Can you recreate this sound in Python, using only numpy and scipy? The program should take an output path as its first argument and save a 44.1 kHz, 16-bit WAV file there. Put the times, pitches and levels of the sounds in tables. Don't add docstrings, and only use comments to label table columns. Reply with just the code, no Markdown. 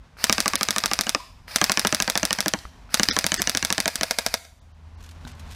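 import sys
import numpy as np
from scipy import signal
from scipy.fft import rfft, irfft, next_fast_len
from scipy.io import wavfile
from scipy.ndimage import uniform_filter1d

SR = 44100
rng = np.random.default_rng(int(sys.argv[2]) if len(sys.argv) > 2 else 0)


def natural_amplitude(level_db):
    exponent = np.asarray(level_db, float) / 20
    return 10 ** exponent


def transcribe(u):
    v = np.clip(np.atleast_2d(u).T, -1, 1)
    q = np.round(v * 32767).astype(np.int16)
    wavfile.write(sys.argv[1], SR, q)


N = 244843
AGE = np.arange(4000) / SR
CRACK_DB = -12.3

ROUNDS = [12, 13, 19]
EMPTY = [37, 39, 40, 41, 42, 43]


def amp_rms(x, db):
    return natural_amplitude(db) * x / np.sqrt(np.mean(x ** 2) + 1e-20)


def early_rms(x, db, size):
    return natural_amplitude(db) * x / np.sqrt(np.mean(x[:size] ** 2))


def coloured(spectrum, size):
    fast, points = next_fast_len(size), np.array(spectrum)
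    hz = np.fft.rfftfreq(fast, 1 / SR) + 1
    gain_db = np.interp(np.log(hz), np.log(points[:, 0]), points[:, 1], left=-90, right=-90)
    noise = irfft(rfft(rng.standard_normal(fast)) * natural_amplitude(gain_db), fast)
    return amp_rms(noise[:size], 0)


def drift(rate_hz):
    return coloured([(1, 0), (rate_hz, 0), (4 * rate_hz, -24)], N)


def level(rows, column=1):
    rows = np.array(rows)
    return natural_amplitude(np.interp(np.arange(N) / SR, rows[:, 0], rows[:, column], left=-150, right=-150))


def struck(modes, vary_db=0, detune=0):
    hz, db, t60 = np.array(modes).T[:, :, None]
    chance = rng.standard_normal((2, len(modes), 1))
    waves = np.sin(2 * np.pi * hz * (1 + detune * chance[0]) * AGE)
    return np.sum(natural_amplitude(db + vary_db * chance[1] - 60 * AGE / t60) * waves, axis=0)


def puff(low_hz, high_hz, t60):
    band = signal.butter(2, [low_hz, high_hz], "band", fs=SR, output="sos")
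    noise = signal.sosfilt(band, rng.standard_normal(len(AGE)))
    return amp_rms(noise, 0) * natural_amplitude(-60 * AGE / t60)


def add(track, s, sound):
    i = round(s * SR)
    track[i:i + len(sound)] += sound[:N - i]


def ground(x, taps, cut_hz):
    out, dull = x.copy(), signal.lfilter(*signal.butter(1, cut_hz, fs=SR), x)
    for s, db in taps:
        add(out, s, natural_amplitude(db) * dull)
    return out


def yard():
    # (time [s], frequency [Hz], level [dB])
    engine = [
        (0, 77, -7),
        (.35, 76.5, 6),
        (1.2, 79.5, -6.5),
        (1.598, 80, 0.5),
        (2.801, 77, -2),
        (3.1, 79, 4.5),
        (4.5, 78, -1),
        (4.85, 79, 10.5),
        (5.55, 80.5, 14),
    ]
    # (time [s], level [dB])
    breeze = [
        (0, 3.5),
        (.4, 0),
        (1.2, 0.5),
        (2.3, 0.5),
        (2.88, 6.5),
        (3.2, 4.5),
        (4.55, -7),
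        (4.92, 2.5),
        (5.36, 12),
        (5.55, 10.5),
    ]
    # (frequency [Hz], density [dB/Hz])
    rumble_spectrum = [(13, -39), (22, -8.5), (49, 5.5), (65, 4), (86, -22), (95, 0), (119, -5),
                       (320, -49.5), (420, -68.5), (700, -120)]
    # (frequency [Hz], density [dB/Hz])
    air_spectrum = [(88, -42), (150, 2.5), (221, -7), (252, -3.5), (331, -18.5), (350, -15.5),
                    (1070, -11.5), (1230, -15.5), (5610, -28), (15000, -48)]
    clock = np.arange(N) / SR
    s, hz, line_db = np.transpose(engine)
    hz, line_db = np.interp(clock, s, hz), np.interp(clock, s, line_db)
    gust_db = np.interp(clock, *np.transpose(breeze))
    turn = 2 * np.pi * np.cumsum(hz + 1.55 * drift(6.2)) / SR
    hum = np.sqrt(2) * natural_amplitude(-56 + line_db + 2.3 * drift(9.3)) * np.sin(turn)
    rumble = natural_amplitude(-52.5 + 0.55 * gust_db + 4.3 * drift(11)) * coloured(rumble_spectrum, N)
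    air = natural_amplitude(-57.5 + 0.73 * gust_db + 1.2 * drift(12)) * coloured(air_spectrum, N)
    return hum + rumble + air


def trees(x):
    # (frequency [Hz], density [dB/Hz])
    scatter = [(150, -14.5), (500, -9.5), (900, -1.5), (1050, -10.5), (1230, -4.5), (2500, -1.5), (4500, 6),
               (7000, 4.5), (15000, -13)]
    t60_s, reach_s, return_db = 0.99, 0.16, -16.5
    age = np.arange(30000) / SR
    shape = natural_amplitude(-60 * age / t60_s) * (1 - np.exp(-(age / 0.013) ** 2))
    hold = natural_amplitude(-5.5) + np.exp(-(age / reach_s) ** 4)
    tail = coloured(scatter, len(age)) * shape * hold
    return natural_amplitude(return_db) * signal.fftconvolve(x, tail / np.sqrt(np.sum(tail ** 2)))[:N]


def strokes():
    # (peak time [s], peak level [dB], rise [dB/s], fall [dB/s])
    sweeps = [
        (5.038, -59, 245, 23),
        (5.252, -51, 2900, 4300),
        (5.29, -46, 500, 300),
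        (5.398, -45.5, 3195, 1000),
        (5.53, -43.5, 304, 200),
    ]
    clock = np.arange(N) / SR
    return sum(natural_amplitude(db - np.maximum(rise * (s - clock), fall * (clock - s))) for s, db, rise, fall in sweeps)


def handling():
    # (time [s], peak level [dB], frequency [Hz], t60 [s])
    ticks = [
        (0.169, -34, 1460, 0.0093),
        (0.187, -27, 1500, 0.0052),
        (1.481, -23, 1920, 0.0061),
        (2.589, -23, 4870, 0.0066),
        (2.653, -23, 1257, 0.013),
        (2.892, -36, 1436, 0.016),
        (5.25, -44.5, 882, 0.015),
        (5.269, -28, 915, 0.012),
    ]
    # (time [s], peak level [dB])
    rubs = [
        (5.0057, -48),
        (5.0258, -46),
        (5.0384, -41),
        (5.061, -45),
        (5.0901, -43),
        (5.111, -42),
        (5.275, -39.5),
        (5.3094, -51),
        (5.395, -49),
        (5.511, -43),
    ]
    # (time [s], level [dB])
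    hollow = [
        (1.165, -70),
        (1.2, -42),
        (1.26, -55),
        (1.33, -61),
        (1.45, -80),
    ]
    # (frequency [Hz], density [dB/Hz])
    cloth = [(880, -45), (1500, 14), (1900, 5), (2920, 9), (3150, 9), (6960, 4), (13900, -5.5),
             (15500, -28)]
    out, slips = np.zeros(N), np.zeros(N)
    for s, db, hz, t60 in ticks:
        knock = struck([(hz, -3, t60), (1.55 * hz, -13, t60)])
        add(out, s, natural_amplitude(db) * (knock + natural_amplitude(-30) * puff(487, 7340, t60)))
    add(out, 5.2515, struck([(3895, -32, .0093), (6500, -52, .0063), (1500, -35, .012)]))
    add(out, 5.25, struck([(237, -37.5, 0.18), (151, -36, 0.083)]))
    add(out, 2.652, struck([(61.5, -30, 0.14)]))
    for s, db in rubs:
        add(slips, s, natural_amplitude(db - 4.5 - 60 * AGE / 0.045))
    rub = natural_amplitude(-5 + 2.7 * drift(53)) * strokes()
    ringing = level(hollow) * coloured([(960, -17), (1060, -10), (1160, -24)], N)
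    rustle = coloured(cloth, N) * natural_amplitude(2.9 * drift(300) - 0.5) * (rub + slips)
    return out + ringing + rustle


def punch(burst, k):
    punch_db = [6.5, 6, 7.5]
    return punch_db[burst] * 0.6 ** k


def slams():
    peaks = [(0.24159), (0.32664), (0.40383), (0.47986), (0.55569), (0.63152), (0.70737), (0.78324),
             (0.85902), (0.93476), (1.0105), (1.09361), (1.56023), (1.64177), (1.71891), (1.79517),
             (1.87129), (1.94744), (2.02356), (2.09975), (2.17617), (2.25281), (2.3293), (2.40567),
             (2.48213), (2.94333), (3.03299), (3.11166), (3.18887), (3.26569), (3.34234), (3.41916),
             (3.49599), (3.57277), (3.64948), (3.72621), (3.80293), (3.87916), (3.95673), (4.0332),
             (4.11007), (4.18714), (4.26422), (4.34118)]
    slack = 38
    kind = {slack: (-16.5, -72), **{e: (-11, -22.5) for e in EMPTY}}
    rows = []
    for burst, count in enumerate(ROUNDS):
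        for k in range(count):
            crack_db, pop_db = kind.get(len(rows), (CRACK_DB, -35))
            extra_db = punch(burst, k)
            rows.append((np.ravel(peaks)[len(rows)], crack_db + extra_db, pop_db + extra_db))
    return rows


def motor():
    # (length [s], start level [dB])
    wind_up = [
        (0.07, -50),
        (0.083, -43),
        (0.044, -54),
    ]
    bite_s, bite_db, run_db, sag_db_per_s = 0.03, -37.5, -34.5, 4.5
    let_go_s, coast_s, let_go_db, coast_db = 0.027, 0.051, -0.5, -23
    out, times = 0, np.split(np.array(slams())[:, 0], np.cumsum(ROUNDS))
    for (lead_s, start_db), (first, *_, last) in zip(wind_up, times):
        start = first - lead_s
        tired_db = run_db - sag_db_per_s * (last - first)
        out = out + level([(start, start_db), (start + bite_s, bite_db), (first, run_db),
                           (last - .1, tired_db), (last + let_go_s, tired_db + let_go_db),
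                           (last + let_go_s + coast_s, tired_db + coast_db)])
    return out


def whine(hz, strays, jitter):
    turn = 2 * np.pi * np.cumsum(hz * (1 + jitter * drift(90))) / SR
    return sum(natural_amplitude(db + 4 * drift(50)) * np.sin((k + 1) * turn) for k, db in enumerate(strays))


def gearbox():
    # (frequency [Hz], density [dB/Hz])
    gears = [(250, -21.5), (600, 2), (1500, 2), (2400, 4), (3300, -8), (4300, 2.5), (5000, 5.5), (5800, -3),
             (6800, -10.5), (10000, -7), (15500, -13)]
    # (share of cycle [0-1], level [dB])
    spring_load = [(0, 17), (.25, -19.5), (.32, 4), (.55, 0), (.75, 0.5), (.9, 1.5), (1, 1)]
    # (share of cycle [0-1], frequency [Hz], level [dB])
    mesh = [(0, 2350, -14), (.28, 2640, -12), (.4, 2580, -6), (.55, 2500, -9), (.75, 2380, -2),
            (.9, 2240, -6), (1, 2200, -12)]
    # (time [s], frequency [Hz], level [dB])
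    spin_up = [
        [(.17, 800, -64), (.2, 1200, -53), (.24, 1450, -51)],
        [(1.478, 1150, -58), (1.515, 1760, -49), (1.558, 1850, -53)],
        [(2.89, 1100, -64), (2.92, 1600, -53), (2.94, 1950, -53)],
    ]
    # (frequency [Hz], level under the crack [dB], t60 [s])
    pickup = [(4900, -13, .009), (1950, -15, .008), (5600, -18, .007), (8200, -24, .005), (2500, -20, .008)]
    times, clock = np.array(slams())[:, 0], np.arange(N) / SR
    coasted = times[np.cumsum(ROUNDS) - 1] + .09
    turns = np.sort(np.r_[0, times, coasted])
    share = np.interp(clock, turns, np.arange(len(turns))) % 1
    load = natural_amplitude(np.interp(share, *np.transpose(spring_load)) + 1.5 * drift(40))
    at, hz, db = np.transpose(mesh)
    starting = sum(level(rows, column=2) for rows in spin_up)
    teeth = whine(np.interp(share, at, hz), [-.5, -.5, -14], jitter=.02)
    teeth = natural_amplitude(np.interp(share, at, db)) * teeth * (starting < 1e-6)
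    out = (coloured(gears, N) * load + teeth) * uniform_filter1d(motor(), size=300) * natural_amplitude(-4.5)
    rising = np.concatenate(spin_up)
    out += starting * whine(np.interp(clock, rising[:, 0], rising[:, 1]), [0, 0, -8], jitter=.04)
    for (s, crack_db, pop_db), period in zip(slams()[1:], np.diff(times)):
        if period < .12:
            clack = struck(pickup, vary_db=2, detune=.03) * natural_amplitude(-6 * (pop_db > -30))
            clack = clack + natural_amplitude(-28) * puff(1200, 9000, .02)
            add(out, s - .0555 - .3 * (period - .076), natural_amplitude(crack_db) * clack)
    return out


def landings():
    # (time [s], snap level [dB], panel level [dB], panel pitch [Hz])
    first_hits = [(.2966, -8, -23.5, 1216), (.3816, -16, -29, 1160), (.4588, -17.5, -22, 1173),
                  (.5349, -21.5, -27, 1140), (.6107, -18.5, -27, 1210), (.6868, -14.5, -33, 1220),
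                  (.7626, -18.5, -27.2, 1200), (.8382, -16.5, -26.5, 1196), (.9143, -19, -27, 1180),
                  (.9901, -14, -32, 1160), (1.0683, -24, -28, 772), (1.1485, -15, -23.5, 1188)]
    # (time [s], snap level [dB], panel level [dB], panel pitch [Hz])
    second_hits = [(1.615, -9.5, -22, 1190), (1.6966, -13.5, -24, 1085), (1.7737, -13, -29, 1080),
                   (1.8496, -16, -22, 586), (1.926, -15, -27.5, 635), (2.0019, -14, -31.5, 1230),
                   (2.078, -18.5, -27.5, 775), (2.1547, -17, -28, 830), (2.231, -17, -26.5, 644),
                   (2.3075, -17.5, -29.5, 1170), (2.3875, -22.5, -34.5, 450), (2.4601, -21.5, -27, 626),
                   (2.5369, -15, -26.5, 652)]
    # (time [s], snap level [dB], panel level [dB], panel pitch [Hz])
    third_hits = [(2.9969, -11.5, -25.5, 1180), (3.087, -13, -33.5, 1170), (3.1657, -15.5, -24, 1020),
                  (3.2427, -16, -30.5, 654), (3.3194, -14, -31, 614), (3.3965, -16, -29, 746),
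                  (3.4737, -15, -33.5, 740), (3.5499, -15, -33.5, 510), (3.6271, -16.5, -35.5, 1120),
                  (3.7036, -16, -29.5, 1120), (3.7808, -14.5, -28, 674), (3.8576, -16, -27.5, 660),
                  (4.011, -17, -31.5, 660)]
    # (wall [dB], drum [dB], extra drum on slack middle [dB], drum pitch [ratio], stiff edge [dB])
    aim = [
        (-28.5, -38, 3, 1.153, -2.5),
        (-26.5, -37.5, 7, 0.995, -1.5),
        (-29, -37, 1, 0.962, -1),
    ]
    lawn_s = [.00077, .00068, .00048]
    side_panels_db = [-5.5, 1.5, -1.5]
    rows = []
    for burst, hits in enumerate([first_hits, second_hits, third_hits]):
        wall_db, drum_db, middle_db, *colour = aim[burst]
        for k, (s, snap_db, panel_db, hz) in enumerate(hits):
            extra_db = punch(burst, k)
            wall = wall_db + 0.52 * extra_db + .25 * (panel_db + 27)
            drum = drum_db + 1.14 * extra_db + middle_db * (545 < hz < 700)
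            rows.append((s, snap_db, wall, panel_db, hz, drum, *colour, lawn_s[burst],
                         side_panels_db[burst]))
    return rows


def box():
    # (frequency [Hz], level [dB], t60 [s])
    snap = [(5610, 10, 0.0036), (3820, -4, 0.007), (7680, 4.5, 0.0011), (2350, -5, 0.012)]
    # (frequency [Hz], level [dB], t60 [s])
    wall_modes = [(1700, 10.5, 0.026), (1480, -13.5, 0.014), (1920, -4.5, 0.016)]
    # (frequency [Hz], level [dB], t60 [s])
    panel_modes = [(660, -1.5, 0.014), (777, 6, 0.04), (1078, 6.5, 0.035), (560, -2.5, 0.04)]
    # (frequency [Hz], level [dB], t60 [s])
    drum_modes = [(197.5, 6.5, 0.048), (235, 0, 0.056), (284, -2.5, 0.056)]
    out = np.zeros(N)
    spike = -np.exp(-(AGE - .00007) ** 2 / .000033 ** 2)
    flex, swell = 1 - np.exp(-AGE / 0.00052), 1 - np.exp(-(AGE / 0.0058) ** 2)
    for s, snap_db, wall_db, panel_db, panel_hz, drum_db, tune, edge_db, lawn_s, side_db in landings():
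        skin = struck([*snap, (3000, edge_db, 0.017)], vary_db=3.5, detune=.07)
        skin = natural_amplitude(snap_db - 3.5) * (skin + natural_amplitude(-23.5) * puff(2000, 9000, 0.036))
        wall = struck(wall_modes, vary_db=3, detune=.03) + natural_amplitude(3) * puff(1300, 2300, .04)
        panel = natural_amplitude(side_db) * struck(panel_modes, vary_db=3, detune=.04) + struck([(panel_hz, 10, .045)])
        panel = flex * (panel + natural_amplitude(side_db + 7) * puff(296, 1280, 0.085))
        drum = swell * struck(drum_modes * np.array([tune, 1, 1]), vary_db=2.5, detune=.05)
        body = skin + early_rms(wall, wall_db + 0.5, size=500) + early_rms(panel, panel_db - 0.5, size=700)
        off_grass = natural_amplitude(-7) * np.exp(-(AGE - .00007 - lawn_s) ** 2 / .00006 ** 2)
        blow = natural_amplitude(snap_db + 13.5) * (spike - off_grass) + np.roll(body, 5) * (AGE > .0001)
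        if snap_db < -21.5:
            skid = rng.standard_normal(220) * np.hanning(220) / 9
            blow, s = np.convolve(blow, skid)[:len(AGE)], s - .0025
        add(out, s - .00005, blow + early_rms(drum, drum_db + 2, size=800))
    return ground(out, [(.0031, -22), (.0062, -18), (.0097, -15)], cut_hz=2100)


def rifle():
    # (frequency [Hz], level [dB], t60 [s])
    muzzle = [(6127, -3, .002), (8119, -7.3, .0017), (2057, -9, .0024), (12914, -14.5, .0015),
              (3427, -16, .0072)]
    # (frequency [Hz], level [dB], t60 [s])
    shell = [(5219, -1, .0021), (10845, -9.6, .0022), (1285, -19, .008), (4775, -26, .011)]
    # (frequency [Hz], level [dB], t60 [s])
    barrel = [(665, 2.5, 0.041), (724, 0, 0.026), (589, 0.5, 0.04), (927, -0.5, .03), (487, -5, 0.059),
              (2150, 7, 0.014), (2416, 1, 0.023), (1665, -3, 0.051)]
    # (frequency [Hz], level [dB], t60 [s])
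    rebound = [(3770, -1.5, 0.007), (5970, -19, 0.03), (8000, -19, 0.01), (2500, -10, 0.0057),
               (9700, -16, .008), (5080, -9.5, 0.011)]
    # (frequency [Hz], level [dB], t60 [s])
    stock = [(230, -12.5, 0.027)]
    # (delay [s], level [dB])
    bore_echo = [(.00127, -9), (.0042, -13)]
    # (delay [s], level [dB])
    wood_edge = [(0.1066, -32.5), (0.1103, -27.5), (.131, -51)]
    out = np.zeros(N)
    swell = 1 - np.exp(-AGE / 0.00033)
    rumble_cut = signal.butter(2, 430, "high", fs=SR)
    for k, (s, crack_db, pop_db) in enumerate(slams()):
        empty = k in EMPTY
        crack = struck(muzzle, vary_db=.6, detune=.006) - struck(shell, vary_db=.6, detune=.006)
        crack = natural_amplitude(0.81 * (crack_db - CRACK_DB)) * crack * (AGE > .00012 * empty)
        add(out, s - .000165, crack + natural_amplitude(crack_db - 17) * puff(560, 6700, 0.079))
        if empty:
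            for lag_s, db in bore_echo:
                add(out, s - .000165 + lag_s, natural_amplitude(db) * crack * natural_amplitude(-60 * AGE / .002))
        spit = puff(2500, 11000, 0.0027)
        add(out, s + .0004, natural_amplitude(crack_db - CRACK_DB - 10.5 - 10 * empty) * spit)
        bounce = struck(rebound, vary_db=1.5, detune=.015) + natural_amplitude(-15) * puff(1500, 12000, .03)
        add(out, s + 0.0047, natural_amplitude(crack_db - 4 - 1.2 * empty) * swell * bounce)
        pop = natural_amplitude(pop_db + 2) * (1 - np.exp(-AGE / .001)) * struck(barrel, vary_db=.4, detune=.004)
        thump = natural_amplitude(crack_db + 0.5) * (1 - np.exp(-AGE / 0.0012)) * struck(stock)
        add(out, s - .0009, thump - signal.lfilter(*rumble_cut, pop))
        lead = puff(2500, 14000, .009)[400::-1]
        add(out, s - 408 / SR, natural_amplitude(crack_db - 13) * lead)
    return ground(out, [(.0092, -20), *wood_edge], cut_hz=5500)


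def scene():
    blows = rifle() + box()
    spread = signal.lfilter(*signal.butter(2, 3000, fs=SR), blows)
    for s, db, *_ in slams() + landings():
        add(spread, s, natural_amplitude(db + 15.5) * np.array([1, -.9]))
    return (blows + trees(spread) + gearbox() + handling() + yard())[None]


def starved(x):
    # (time [s], length [s], top [Hz], gap spacing [Hz], smear [0-1])
    stretches = [
        (.5605, .018, 5300, 2300, .1),
        (3.098, .031, 6300, 1800, .2),
        (3.374, .03, 8800, 1600, .35),
        (4.594, .024, 6800, 5000, 0),
        (4.72, .026, 6500, 4600, 0),
        (4.954, .022, 6500, 7000, 0),
        (5.326, .018, 8500, 14000, 0),
    ]
    out = x.copy()
    for s, length_s, top_hz, gap_hz, smear in stretches:
        i, size = round(s * SR), round(length_s * SR)
        frame = x[0, i:i + size] * signal.windows.tukey(size, .4)
        hz = np.fft.rfftfreq(size, 1 / SR)
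        kept = (.05 + (np.abs(hz / gap_hz % 1 - .5) > 370 / gap_hz)) * (hz < top_hz)
        scatter = np.exp(1j * smear * np.pi * rng.standard_normal(len(hz)))
        thinned = irfft(rfft(frame) * kept * scatter, size)
        out[0, i:i + size] += thinned * signal.windows.tukey(size, .2) - frame
    return out


def top_cut(x):
    return signal.sosfilt(signal.butter(12, 16480, fs=SR, output="sos"), x)


def record(dry):
    low_pass = signal.cheby2(14, 60, 16800, fs=SR, output="sos")
    cut = signal.sosfilt(low_pass, np.clip(dry, -.95, .95))
    return top_cut(starved(cut))


dry = scene()
out = record(dry)
transcribe(out)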